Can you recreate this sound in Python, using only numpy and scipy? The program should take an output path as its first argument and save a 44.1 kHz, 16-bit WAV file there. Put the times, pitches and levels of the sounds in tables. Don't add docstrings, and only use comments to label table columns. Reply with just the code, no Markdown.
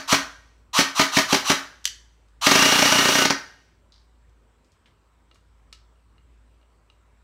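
import sys
import numpy as np
from scipy import signal
from scipy.io import wavfile
from scipy.ndimage import uniform_filter1d

SR = 44100
rng = np.random.default_rng(int(sys.argv[2]) if len(sys.argv) > 2 else 0)


def volts(x):
    e = np.asarray(x, float) / 20
    return 10 ** e


def dump_mix(stems):
    frames = np.atleast_2d(stems).T
    limited = np.clip(frames, -1, 1)
    pcm = np.round(limited * 32767).astype(np.int16)
    wavfile.write(sys.argv[1], SR, pcm)


N = 318962
LEAD = SR // 4

# time in seconds, strength in dB.
SINGLE_STROKES = [(-0.075, -15), (0.1239, -9), (0.7863, -8.5), (0.9934, -8.5), (1.1672, -7.5), (1.3252, -8),
                  (1.4972, -9.5)]
# time in seconds, strength in dB.
BURST_STROKES = [(2.4652, -8), (2.512, -8), (2.5527, -10), (2.5877, -14), (2.6215, -10.5), (2.6536, -11),
                 (2.6865, -17), (2.7203, -12.5), (2.753, -16), (2.7878, -13), (2.8208, -11), (2.853, -13),
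                 (2.8865, -19), (2.919, -11.5), (2.953, -14.5), (2.9855, -12), (3.0183, -19),
                 (3.052, -13.5), (3.085, -13.5), (3.1195, -17.5), (3.151, -13.5), (3.184, -14),
                 (3.2173, -14), (3.251, -11.5), (3.3012, -13)]
# frequency in Hz, level in dB per Hz.
CLACK_SPECTRUM = [(240, -21), (400, 2), (1430, -6), (2150, -2), (3370, -11.5), (4530, -7), (6190, -8.5),
                  (7700, -21), (14800, -32.5), (15700, -30.5), (16500, -59)]
# frequency in Hz, level in dB, t60 in seconds.
BODY_MODES = [(124, -10, 0.011), (179.6, -11, 0.17), (265.5, 0, 0.12), (277.2, -14, 0.35), (388, -9.5, .11),
              (639, -3.5, 0.066), (970, -11, 0.03), (1228, -13, 0.14), (1514, -8, .05), (1870, -12, 0.24),
              (2300, -11.5, .04), (3076, -7.5, .03), (4390, -9.5, 0.052), (5440, -11.5, 0.062)]
# start in seconds, stop in seconds, grind in dB, tooth rate reached if held in Hz.
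TRIGGER_PULLS = [
    (-.15, -0.082, -27, 2300),
    (0.075, 0.135, -19, 2287),
    (0.7306, 0.8, -18.5, 2290),
    (0.948, 1.022, -21.5, 2360),
    (1.117, 1.199, -22, 2316),
    (1.28, 1.358, -23.5, 2301),
    (1.443, 1.519, -22.5, 2220),
    (2.411, 3.226, -19.5, 2850),
]
# frequency in Hz, level in dB per Hz.
GRIND_SPECTRUM = [(180, -65.5), (560, -15.5), (1110, -6.5), (1330, -5), (2280, -12), (2790, -4.5),
                  (3900, -10), (4930, -12.5), (6140, -12.5), (7890, -18), (15400, -29.5), (16500, -52.5)]
# frequency in Hz, width in Hz, level in dB.
SHELL_RESONANCES = [(1190, 40, 3.5), (3740, 230, -4), (4100, 250, 2), (5884, 360, 10), (7047, 110, 2)]
# time in seconds, peak in dB, scrape after the snap in dB.
SELECTOR_CLICKS = [
    (1.8428, -32.5, 6),
    (1.8542, -3.5, -15),
]
# frequency in Hz, level in dB per Hz.
SNAP_SPECTRUM = [(410, -54.5), (700, -25), (1790, -12), (2270, -14), (2920, -1.5), (4280, -5.5), (5880, -1),
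                 (7460, -9), (8080, -10), (14100, -20.5), (16500, -32.5)]
# frequency in Hz, level in dB, t60 in seconds.
LEVER_MODES = [(1160, -27, 0.015), (2774, -14, 0.018), (3150, -15.5, 0.0079), (5880, -10, 0.02),
               (7330, -10.5, 0.013)]
# time in seconds, peak in dB, centre in Hz, scrape in dB.
LOOSE_RATTLES = [
    (2.285, -55, 4100, -18),
    (4.295, -61, 4600, -14),
    (4.646, -56, 4000, -4),
    (4.719, -54, 4500, -8),
    (4.858, -46.5, 2400, 10),
    (5.345, -52, 4700, 3),
]
# time in seconds, peak in dB, centre in Hz, ring in dB.
RAIL_KNOCKS = [
    (5.313, -48, 2900, -8),
    (5.357, -51.5, 1600, -10),
    (5.727, -31.5, 3770, -17),
    (5.733, -39, 4000, -22),
    (5.958, -68, 2900, -4),
    (6.181, -54, 1700, -7.5),
    (6.614, -63, 3000, -5),
    (6.629, -59.5, 1706, -8),
    (6.9, -46.5, 2970, -10.5),
]
# frequency in Hz, level in dB, t60 in seconds.
RAIL_MODES = [(1293, 1, 0.04), (2850, 2.5, 0.052), (3906, -1.5, .025), (4235, -7, 0.035)]
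# delay in seconds, level in dB.
WALL_ECHOES = [(.006, -18), (0.01, -16.5), (0.013, -21.5), (.0205, -14.5), (0.0224, -18.5), (0.026, -18.5)]
# frequency in Hz, t60 in seconds.
ROOM_T60 = [(100, 0.35), (260, .26), (700, 0.47), (1100, 0.32), (1600, .48), (2400, 0.26), (4850, 0.31),
            (12800, 0.25)]
# frequency in Hz, level in dB.
WALL_RETURN = [(100, -12), (300, -13.5), (750, -12.5), (1500, -4.5), (5000, -5.5), (14000, -11)]
# frequency in Hz, level in dB per Hz.
HISS_SPECTRUM = [(44, -29.5), (75, 2), (141, -15.5), (377, -16), (740, -22.5), (968, -21.5), (1060, -20.5),
                 (4980, -36.5), (6820, -40), (7800, -32.5), (10400, -49), (15000, -48.5), (16000, -51)]
# time in seconds, level in dB.
HUM_LEVEL = [(0.0, -69), (0.28, -56), (0.66, -57), (1.07, -71), (1.43, -59), (1.63, -66), (2.01, -53.5),
             (2.2, -59), (2.48, -53), (3.4, -64), (4.33, -55), (4.75, -69), (5.3, -60.5), (5.78, -55),
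             (6.05, -59), (6.36, -53.5), (6.8, -62), (7.23, -59)]


def evened(x):
    return x / np.sqrt(np.mean(x ** 2) + 1e-20)


def smooth_noise(n, size):
    return evened(uniform_filter1d(rng.standard_normal(n), size=size))


def read(points, hz):
    f, value = np.transpose(points)
    return np.interp(np.log(hz + 1), np.log(f + 1), value)


def add(mix, s, sound):
    part = mix[LEAD + round(s * SR):][:len(sound)]
    part += sound[:len(part)]


def colour(x, points):
    gain_db = np.maximum(read(points, abs(np.fft.fftfreq(4096, 1 / SR))), -90)
    log_gain = np.log(volts(gain_db))
    taps = np.fft.ifft(np.exp(log_gain - 1j * signal.hilbert(log_gain).imag)).real[:2048]
    return signal.oaconvolve(x, taps / np.linalg.norm(taps))[:len(x)]


def resonate(x, hz, width_hz):
    turn = np.exp(2j * np.pi * np.cumsum(hz * np.ones(len(x))) / SR)
    r = np.exp(-np.pi * width_hz / SR)
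    return 2 * (turn * signal.lfilter([1 - r], [1, -r], x / turn)).real


def rings(modes, t):
    hz, db, t60 = np.transpose(modes)[:, :, None]
    return (volts(db - 60 * t / t60) * np.sin(2 * np.pi * hz * t)).sum(0)


def surge(t, scale_s, fall_s):
    return t / scale_s * np.exp(1 - t / fall_s)


def thump(t):
    low_modes = [m for m in BODY_MODES if m[0] < 500]
    out = np.zeros(len(t))
    for delay_s, db in ((.0022, 1.5), (.027, -8)):
        s = np.maximum(t - delay_s, 0)
        puff = np.sin(2 * np.pi * (165 * s + 9500 * s ** 2)) * surge(s, 0.0026, 0.0037)
        out += volts(db) * (volts(-0.5) * puff + rings(low_modes, s) * (1 - np.exp(-s / 0.009)))
    return out


def piston(tick_db, thump_db, clack_db, rebound_db, blow, chance):
    t = np.arange(len(blow)) / SR
    u = (t - .0003) * 2 * np.pi * 2400
    tick = -(1 - u ** 2) * np.exp(-u ** 2 / 2)
    slam = surge(np.maximum(t - .001, 0), 0.0046, 0.0035)
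    rebound = surge(np.maximum(t - .0175, 0), 0.005, 0.0036)
    rattle = (slam + volts(rebound_db) * rebound) * (.5 * blow + 0.69 * chance)
    high_modes = [m for m in BODY_MODES if m[0] >= 500]
    ring = signal.oaconvolve(rattle, rings(high_modes, t[:3000]))[:len(t)]
    clack = colour(rattle, CLACK_SPECTRUM) + volts(-29.5) * ring
    return volts(tick_db - 3.0) * tick + volts(thump_db + 2.0) * thump(t) + volts(clack_db + 0.5) * clack


def strokes(mix):
    rows = [(s, db + 4.2, db - 9.5, db - .7, -1.5) for s, db in SINGLE_STROKES]
    rows += [(s, db + 12, db - 10, db + 1.7, -15.5) for s, db in BURST_STROKES]
    blow = rng.standard_normal(6000)
    for s, *levels_db in rows:
        add(mix, s, piston(*levels_db, blow, rng.standard_normal(6000)))


def trigger(t, rise_s=.05, coast_s=0.12, loud_rise_s=0.036, loud_fall_s=0.031):
    teeth_hz, drive, strain = np.zeros((3, len(t)))
    for start, stop, db, top_hz in TRIGGER_PULLS:
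        held, free = np.clip(t - start, 0, stop - start), np.maximum(t - stop, 0)
        speed_hz = top_hz * (1 - np.exp(-held / rise_s)) * np.exp(-free / coast_s)
        teeth_hz = np.maximum(teeth_hz, speed_hz)
        on = volts(db) * np.exp(-free / loud_fall_s)
        drive += on * (1 - np.exp(-held / loud_rise_s)) ** 0.83 * volts(-3.5 * held)
        strain += on * (1 - np.exp(-held / 0.04)) * np.exp(-(held / 0.075) ** 3)
    drive *= 1 + .6 * sum(np.exp(-abs(t - s) / .012) for s, db in SINGLE_STROKES + BURST_STROKES[:1])
    return teeth_hz, drive, strain


def gear_whine(t, mesh, sway, fall_s=0.031):
    song = np.clip((t - 2.5) / 0.099, 0, 1) * np.exp(-np.maximum(t - TRIGGER_PULLS[-1][1], 0) / fall_s)
    swell_db = 3.5 * np.cos(2 * np.pi * (t - 2.66) / .3)
    turn_level = 1 + 1.1 * np.cos(sway + 0.65)
    whine = song * volts(-30 + swell_db) * turn_level * (mesh[0] + volts(-8.0) * mesh[1])
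    return resonate(whine, 2835, 260) + resonate(whine, 5680, 400)


def motor_growl(grit, teeth_hz):
    creep = 1 + .1 * (teeth_hz / 2000 - .4)
    growl = 0
    for hz, width_hz, db in ((1200, 320, -1), (3900, 700, -15)):
        band = resonate(resonate(grit, hz * creep, width_hz), hz * creep, width_hz)
        growl = growl + volts(db) * evened(band)
    return growl


def motor(teeth_db=-18, rough_db=0.0):
    t = (np.arange(N + LEAD) - LEAD) / SR
    teeth_hz, drive, strain = trigger(t)
    turns = np.cumsum(teeth_hz * (1 + 0.004 * smooth_noise(len(t), 300))) / SR
    sway = 2 * np.pi * turns / 47
    mesh = [np.cos(k * (2 * np.pi * turns + 1.3 * np.sin(sway))) for k in (1, 2)]
    grit = rng.standard_normal(len(t)) * volts(rough_db * smooth_noise(len(t), 40))
    grind = colour(evened(grit) + volts(teeth_db) * (mesh[0] + mesh[1]), GRIND_SPECTRUM)
    grind += 0.43 * sum(volts(db) * resonate(grind, hz, width_hz) for hz, width_hz, db in SHELL_RESONANCES)
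    grind = evened(grind)
    brushes = signal.lfilter(*signal.butter(N=2, Wn=8000, btype="high", fs=SR), grind)
    brush_level = volts(-25.5) * (teeth_hz / 2850) ** 2
    return brush_level * brushes + drive * grind + strain * motor_growl(grit, teeth_hz) + gear_whine(t, mesh, sway)


def snap(scrape_db, chance, snap_s, scrape_s=0.017, grain_db=7.0):
    t = np.arange(len(chance)) / SR
    grains = volts(grain_db * evened(uniform_filter1d(chance[::-1], size=90)))
    return chance * (surge(t, snap_s, snap_s) + volts(scrape_db) * grains * np.exp(-t / scrape_s))


def selector(peak_db, scrape_db, chance):
    t = np.arange(len(chance)) / SR
    click = colour(snap(scrape_db, chance, snap_s=0.00068, grain_db=3.5), SNAP_SPECTRUM)
    ring = rings(LEVER_MODES, t) * (1 - np.exp(-(t / .0007) ** 2))
    return volts(peak_db) * (1.1 * click / abs(click).max() + ring)


def handling(peak_db, centre_hz, scrape_db, ring_db, spread, chance):
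    edges_hz = [centre_hz / spread, centre_hz * spread]
    band = signal.butter(N=2, Wn=edges_hz, btype="band", fs=SR, output="sos")
    knock = signal.sosfilt(band, snap(scrape_db, chance, grain_db=-1.0, snap_s=0.00071, scrape_s=0.028))
    ring = rings(RAIL_MODES, np.arange(len(chance)) / SR)
    return volts(peak_db) * (knock / abs(knock[:200]).max() + volts(ring_db) * ring)


def handling_rows(hop_count=6, hop_s=.0192, hop_loss_db=-3):
    rattles = [(*row, -60, 1.6) for row in LOOSE_RATTLES]
    knocks = [(s, db, hz, -17.5, ring_db, 1.51) for s, db, hz, ring_db in RAIL_KNOCKS]
    hops = [(3.9215 + k * hop_s, -44 + k * hop_loss_db, 4350, -6, -60, 1.22) for k in range(hop_count)]
    return rattles + knocks + hops


def room(x, start_s=0.0074, swell_s=0.0072, late_db=-24, late_t60=0.92):
    out, t = x.copy(), np.arange(len(x)) / SR
    treble = signal.lfilter(*signal.butter(1, 500, "high", fs=SR), x)
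    for s, db in WALL_ECHOES:
        delay = round(s * SR)
        out[delay:] += volts(db) * treble[:-delay]
    for k in range(3):
        taps = np.zeros(SR // 2)
        at = np.arange(0, SR // 2 - 20, 20)
        taps[at + rng.integers(0, 20, len(at))] = rng.choice([-1., 1.], len(at))
        hz, s, z = signal.stft(taps, SR, nperseg=256)
        decay = volts(-60 * s / read(ROOM_T60, hz)[:, None]) + volts(late_db - 60 * s / late_t60)
        tail = signal.istft(z * decay * volts(read(WALL_RETURN, hz))[:, None], SR, nperseg=256)[1]
        tail *= 1 - np.exp(-np.maximum(np.arange(len(tail)) / SR - start_s, 0) / swell_s)
        share = np.sqrt(2 / 3) * np.cos(2 * np.pi * (7 * t + k / 3))
        out += volts(-16.0) * signal.oaconvolve(x * share, tail)[:len(x)]
    return out


def outdoor_hiss(patchy_db=1.8):
    frames, hz = N // 512 + 6, np.fft.rfftfreq(2048, 1 / SR)
    a, b, patches = rng.standard_normal((frames, 1025, 3)).T
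    patches = evened(uniform_filter1d(uniform_filter1d(patches, size=20, axis=0), size=8, axis=1))
    z = (a + 1j * b) * volts(read(HISS_SPECTRUM, hz)[:, None] + patchy_db * patches)
    return volts(-64) * evened(signal.istft(z, nperseg=2048, noverlap=1536)[1][:N])


def hum():
    t = np.arange(N) / SR
    turns = np.cumsum(55.5 + 1.5 * smooth_noise(N, 6000)) / SR
    tone = np.sin(2 * np.pi * turns) + volts(-25) * np.sin(4 * np.pi * turns)
    out = volts(np.interp(t, *np.transpose(HUM_LEVEL)) + 2.5) * tone
    for hz, width_hz, db in ((162, 5.5, -79.5), (245, 4.8, -80.0), (962, 30, -82.5), (1330, 40, -88.5)):
        out += volts(db) * evened(resonate(rng.standard_normal(N), hz, width_hz))
    return out


def scene():
    rifle = motor()
    strokes(rifle)
    small = np.zeros(len(rifle))
    for rows, part in ((SELECTOR_CLICKS, selector), (handling_rows(), handling)):
        for s, *row in rows:
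            add(small, s, part(*row, rng.standard_normal(5000)))
    for share, hz, width_hz in ((.7, 500, 180), (0.87, 325, 38)):
        rifle -= share * resonate(rifle, hz, width_hz)
    rifle = signal.sosfilt(signal.butter(N=2, Wn=55, btype="high", fs=SR, output="sos"), rifle)
    near = 0.35
    heard = room(rifle + (1 - near) * small) + near * small
    return (heard[LEAD:] + outdoor_hiss() + hum())[None]


def roll_off(x):
    return signal.sosfilt(signal.butter(12, 17000, fs=SR, output="sos"), x)


def record(dry):
    held = dry / (1 + abs(dry / .78) ** 4) ** .25
    mix = signal.oaconvolve(held, signal.firwin(255, 15900, fs=SR)[None], "same")
    return roll_off(mix)


dry = scene()
out = record(dry)
dump_mix(out)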